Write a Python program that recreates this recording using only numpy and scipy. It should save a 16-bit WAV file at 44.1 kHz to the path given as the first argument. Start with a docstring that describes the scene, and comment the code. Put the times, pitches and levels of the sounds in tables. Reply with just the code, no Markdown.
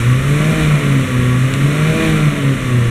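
"""A four-cylinder petrol engine revved twice, car standing still; one microphone at the driver's seat.
From the start the firing tone booms in the cabin, swelling and fading as the revs sweep, with weaker
engine orders above it. Clatter and hiss rise with the revs; a deep rumble surges as the throttle changes.
The revs peak at half a second, turn to a rasp and sink. A small tick sounds as they climb again;
at two seconds they peak and rasp once more, then fall away."""
import sys
import numpy as np
from scipy import signal
from scipy.fft import rfft, irfft
from scipy.io import wavfile
from scipy.ndimage import uniform_filter1d

SR = 44100
rng = np.random.default_rng(int(sys.argv[2]) if len(sys.argv) > 2 else 0)


def generate_wav(sig):
    """Save sig (samples, or channels by samples) to the path in sys.argv[1] as 16-bit PCM at SR."""
    pcm = np.round(np.clip(np.atleast_2d(sig).T, -1, 1) * 32767).astype(np.int16)
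    wavfile.write(sys.argv[1], SR, pcm)


N = 127890
MID_REVS_HZ = 140   # firings per second at mid revs


def from_db(db):
    """Decibels to gain."""
    return 10 ** (np.asarray(db) / 20)


def rms_one(x):
    """Scale to unit power."""
    return x / np.sqrt(np.mean(x ** 2) + 1e-20)


def in_time(rows):
    """Join rows of seconds and value into a curve at every sample."""
    return np.interp(np.arange(N) / SR, *np.transpose(rows))


def swell(crest_s, half_s):
    """A bell-shaped rise and fall around a moment."""
    return np.exp(-.5 * ((np.arange(N) / SR - crest_s) / half_s) ** 2)


def coloured(x, spectrum):
    """Give a steady sound a spectrum that rolls off past both ends; unit power."""
    hz, db = np.transpose(spectrum)
    bins = np.maximum(np.arange(N // 2 + 1) * SR / N, 1)
    gain = from_db(np.interp(np.log(bins), np.log(hz), db))
    skirts = np.minimum(bins / hz[0], 1) ** 2 * np.minimum(hz[-1] / bins, 1) ** 2
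    return rms_one(irfft(rfft(x) * gain * skirts, N))


def drift(rate_hz):
    """A random wander, mostly slower than rate_hz; unit power."""
    bins = np.arange(N // 2 + 1) * SR / N
    return rms_one(irfft(rfft(rng.standard_normal(N)) / (1 + (bins / rate_hz) ** 2) ** 2, N))


def partial(turns, waver, waver_hz=22.6):
    """One engine order, unsteady in strength and phase."""
    angle = 2 * np.pi * (turns + rng.random())
    tone = (1 + waver * drift(waver_hz)) * np.cos(angle)
    return rms_one(tone + waver * drift(waver_hz) * np.sin(angle))


def engine_tone(firings, doublings, boom_waver=.068):
    """The firing boom, its next two harmonics, and weaker orders gliding through cabin resonances."""
    # Firing tone, octave and third harmonic at the seat. Each row: time in seconds, level in dB.
    boom = [(0.0, -12), (0.02, -19), (0.08, -9.5), (0.12, -9.5), (0.22, -18.5), (0.33, -10.5),
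            (0.35, -15.5), (0.5, -12.5), (0.59, -23), (0.61, -16), (0.75, -9.5), (0.81, -20.5), (0.9, -12),
            (0.97, -11.5), (1.02, -13.5), (1.07, -32), (1.15, -14), (1.46, -12.5), (1.5, -21.5),
            (1.65, -10.5), (1.75, -17.5), (1.82, -13), (1.92, -13), (1.97, -30), (2.0, -23), (2.03, -33),
            (2.08, -13), (2.2, -15), (2.28, -10), (2.36, -27), (2.46, -11.5), (2.51, -12.5), (2.6, -26.5),
            (2.75, -12.5), (2.85, -11), (2.9, -16)]
    octave = [(0, -20.5), (.05, -31), (.12, -24), (.19, -29), (.36, -27.5), (.5, -35.5), (.58, -21),
              (.76, -32), (.84, -22.5), (.97, -18.5), (1.09, -27.5), (1.16, -21), (1.37, -21), (1.46, -27),
              (1.7, -24.5), (1.84, -36.5), (1.95, -22.5), (2.1, -18.5), (2.3, -29.5), (2.36, -24),
              (2.51, -19.5), (2.61, -29.5), (2.68, -22), (2.78, -23.5), (2.85, -35)]
    third = [(0, -30.5), (.2, -39), (.33, -28), (.48, -31.5), (.66, -26), (.75, -42), (.82, -27.5),
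             (1.06, -38.5), (1.21, -27), (1.33, -33), (1.46, -40), (1.68, -34), (1.97, -25), (2.18, -26.5),
             (2.27, -38), (2.38, -30), (2.6, -40), (2.72, -26), (2.86, -34)]
    # The weaker orders before the cabin colours them. Each row: multiple of the firing rate,
    # level at mid revs in dB, dB gained per doubling of the revs.
    orders = [(.75, -33, -8), (1.25, -40, 5), (1.37, -31, 30), (1.5, -37.5, 2), (1.75, -34.5, -10),
              (2.25, -52, 12), (2.5, -37.5, 20), (3.5, -44.5, 6), (4, -37.5, 4), (4.5, -47, 27),
              (5, -48, 33), (6.5, -55, 12), (7, -54, 28), (7.5, -48.5, 17), (8, -45.5, 12), (9, -47.5, -7),
              (10, -47, 13), (15, -48, 26)]
    # The cabin's resonances. Each row: frequency in Hz, gain in dB.
    cabin = [(30, 2.5), (400, -2.5), (460, 3), (495, 6), (550, -2), (580, 1.5), (610, 2.5), (642, 7.5),
             (690, -2), (800, 0.5), (900, -3), (1030, -13.5), (1135, 10.5), (1250, -16), (1365, 8),
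             (1500, -11), (2000, -8), (2410, 3), (2600, 0)]
    out = from_db(in_time(boom)) * partial(firings, boom_waver)
    out += from_db(in_time(octave)) * partial(2 * firings, 2 * boom_waver)
    out += from_db(in_time(third)) * partial(3 * firings, 2 * boom_waver)
    cabin_hz, cabin_db = np.transpose(cabin)
    for multiple, db, rise_db in orders:
        waver = .42 if multiple == round(multiple) else .48   # whole orders are a little steadier
        resonance_db = np.interp(multiple * MID_REVS_HZ * 2 ** doublings, cabin_hz, cabin_db)
        out += from_db(db + rise_db * doublings + resonance_db) * partial(multiple * firings, waver)
    return out


def panel_rings(x):
    """The bulkhead and dashboard ring in narrow bands as sound passes through; unit power."""
    # Their resonances. Each row: frequency in Hz, width in Hz, lift in dB.
    rings = [(1010, 27, 4), (1140, 22, 2.5), (1373, 25, 5.5), (1763, 25, -0.5), (2420, 16, 2.5),
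             (3030, 35, 5), (3490, 23, 0.5), (5990, 52, 7), (7400, 60, 4), (7900, 50, -3), (8470, 45, 5.5)]
    bins = np.arange(N // 2 + 1) * SR / N
    lift_db = sum(db / (1 + (2 * (bins - hz) / width_hz) ** 2) for hz, width_hz, db in rings)
    return rms_one(irfft(rfft(x) * from_db(lift_db), N))


def clatter(firings, repeat_share=.28, pulsing=.12):
    """Valve gear and pistons: noise that partly repeats every four firings and beats with each one."""
    # The clatter's colour through the bulkhead. Each row: frequency in Hz, relative level in dB.
    spectrum = [(500, -13), (650, -7), (820, -11), (980, -4.5), (1130, 2), (1250, 1), (1380, 0), (1550, -1),
                (1900, 2), (2200, 0.5), (2430, 1), (2650, -3.5), (2950, -3), (3100, -9), (3600, -6),
                (4100, -11.5), (4500, -19), (4850, -32), (5400, -27)]
    # Its strength at the seat. Each row: time in seconds, level in dB.
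    level = [(0, -25.5), (.1, -25.5), (.22, -26.5), (.42, -23.5), (.75, -23.5), (1.0, -25.5), (1.2, -26),
             (1.38, -26.5), (1.68, -25), (1.9, -22.5), (2.2, -23.5), (2.33, -25.5), (2.6, -26.5),
             (2.9, -27.5)]
    pattern = rng.standard_normal(1200)
    repeating = rms_one(np.interp(firings / 4 % 1, np.linspace(0, 1, len(pattern)), pattern))
    contacts = np.sqrt(repeat_share) * repeating + np.sqrt(1 - repeat_share) * rng.standard_normal(N)
    beat = 1 + pulsing * np.cos(2 * np.pi * firings)
    return from_db(in_time(level)) * panel_rings(coloured(contacts * beat, spectrum))


def hiss(firings, pulsing=.035):
    """Air and belts hiss brightly, fluttering once per turn of the crank."""
    # The colour of the hiss. Each row: frequency in Hz, relative level in dB.
    spectrum = [(4000, -15), (4850, -16), (5300, -4), (6050, -2), (6600, -1.5), (7400, -2), (8100, -.5),
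                (8430, 0), (8800, -1.5), (9500, -2.5), (10000, -4.5), (10800, -3), (11500, -8), (12100, -7),
                (14000, -16.5), (15700, -25)]
    # It builds under throttle and drops as that shuts. Each row: time in seconds, level in dB.
    level = [(0, -35.5), (.17, -37.5), (.3, -35.5), (.62, -34.5), (.71, -36), (1.0, -37), (1.38, -37.5),
             (1.75, -36), (2.08, -34.5), (2.15, -35.5), (2.36, -38), (2.9, -39)]
    air = rng.standard_normal(N) * (1 + pulsing * np.cos(np.pi * firings))
    return from_db(in_time(level)) * panel_rings(coloured(air, spectrum))


def panel_drone(doublings, mid_revs_db=-23.5, db_per_doubling=10):
    """The body panels drone around the microphone, louder as the revs rise."""
    # The colour of the drone. Each row: frequency in Hz, relative level in dB.
    spectrum = [(70, -16), (85, -15), (105, -1.5), (190, -2.5), (225, -2), (270, -6.5), (340, -9.5),
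                (420, -10.5), (520, -13.5), (640, -16), (800, -33.5)]
    gain = from_db(mid_revs_db + db_per_doubling * doublings)
    return gain * coloured(rng.standard_normal(N), spectrum)


def deep_rumble(evenness=.35):
    """A deep rumble that surges as the throttle changes."""
    # The colour of the rumble. Each row: frequency in Hz, relative level in dB.
    spectrum = [(18, -11), (25, -6), (33, 7.5), (48, -4), (58, -9), (66, 7), (80, -17), (110, -6),
                (200, -40)]
    # Its surges. Each row: time in seconds, level in dB.
    level = [(0.0, -24), (0.06, -34), (0.1, -24), (0.15, -35), (0.19, -24), (0.5, -32), (0.64, -18),
             (0.76, -34), (1.06, -29), (1.16, -34), (1.19, -23), (1.44, -37), (1.65, -24), (1.78, -43),
             (1.8, -33), (1.99, -30), (2.08, -22), (2.43, -37), (2.66, -29), (2.84, -40), (2.87, -24),
             (2.9, -20)]
    rumble = coloured(rng.standard_normal(N), spectrum)
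    power = uniform_filter1d(uniform_filter1d(rumble ** 2, size=3000), size=3000)
    return from_db(in_time(level)) * rumble / power ** evenness   # chance swells are partly evened out


def rasp(firings, pulsing=.3):
    """The engine turns harsh just past each peak of the revs, pulsing once per turn of the crank."""
    # The two rasps. Each row: crest in seconds, half length in seconds, level in dB.
    crests = [(0.622, .028, -26), (2.05, 0.053, -25)]
    # Their colour. Each row: frequency in Hz, relative level in dB.
    spectrum = [(900, -5), (1300, -13), (1800, 9.5), (2250, -1), (2450, 8), (2650, -6.5), (3000, -2),
                (3800, -1), (4300, -9.5), (4850, -29), (6000, -20), (9000, -16), (15000, -36)]
    grit = rng.standard_normal(N) * (1 + pulsing * np.cos(np.pi * firings))
    envelope = sum(from_db(db) * swell(crest_s, half_s) for crest_s, half_s, db in crests)
    return envelope * coloured(grit, spectrum)


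def tick(at_s=1.5393, db=-15.5):
    """One small, bright tick inside the cabin."""
    # The colour of the tick. Each row: frequency in Hz, relative level in dB.
    spectrum = [(1500, -25), (2700, 5), (3300, -3), (4000, 2), (4850, -20), (6000, -11), (7000, -10),
                (8000, -3), (9500, -20), (13000, -38)]
    return from_db(db) * swell(at_s, half_s=.001) * coloured(rng.standard_normal(N), spectrum)


def scene():
    """The cabin in mono from the driver's seat; the engine's layers share one flywheel-smoothed speed."""
    # Engine speed. Each row: time in seconds, firings per second.
    revs = [(0, 115.4), (0.12, 125.5), (0.3, 142.1), (0.44, 153.8), (0.52, 158.9), (0.58, 156.7),
            (0.66, 152.8), (0.85, 142.2), (1.1, 127.0), (1.2, 124.6), (1.3, 124.7), (1.42, 128.4),
            (1.6, 137.1), (1.8, 152.1), (1.92, 159.1), (2.0, 161.0), (2.07, 160.0), (2.2, 152.7),
            (2.55, 133.0), (2.9, 116.2)]
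    firing_hz = uniform_filter1d(in_time(revs), size=2600, mode="nearest")
    firings = np.cumsum(firing_hz) / SR
    doublings = np.log2(firing_hz / MID_REVS_HZ)
    engine = engine_tone(firings, doublings) + clatter(firings) + rasp(firings) + hiss(firings)
    return (engine + panel_drone(doublings) + deep_rumble() + tick())[None]


def record(dry):
    """The ends are eased and the top of the treble is cut steeply."""
    ease_s, cutoff_hz = .002, 15700
    from_end = np.minimum(np.arange(N), np.arange(N)[::-1])
    ease = np.minimum(from_end / (ease_s * SR), 1)
    return signal.sosfilt(signal.ellip(12, .1, 90, cutoff_hz, fs=SR, output="sos"), dry * ease)


dry = scene()
out = record(dry)
generate_wav(out)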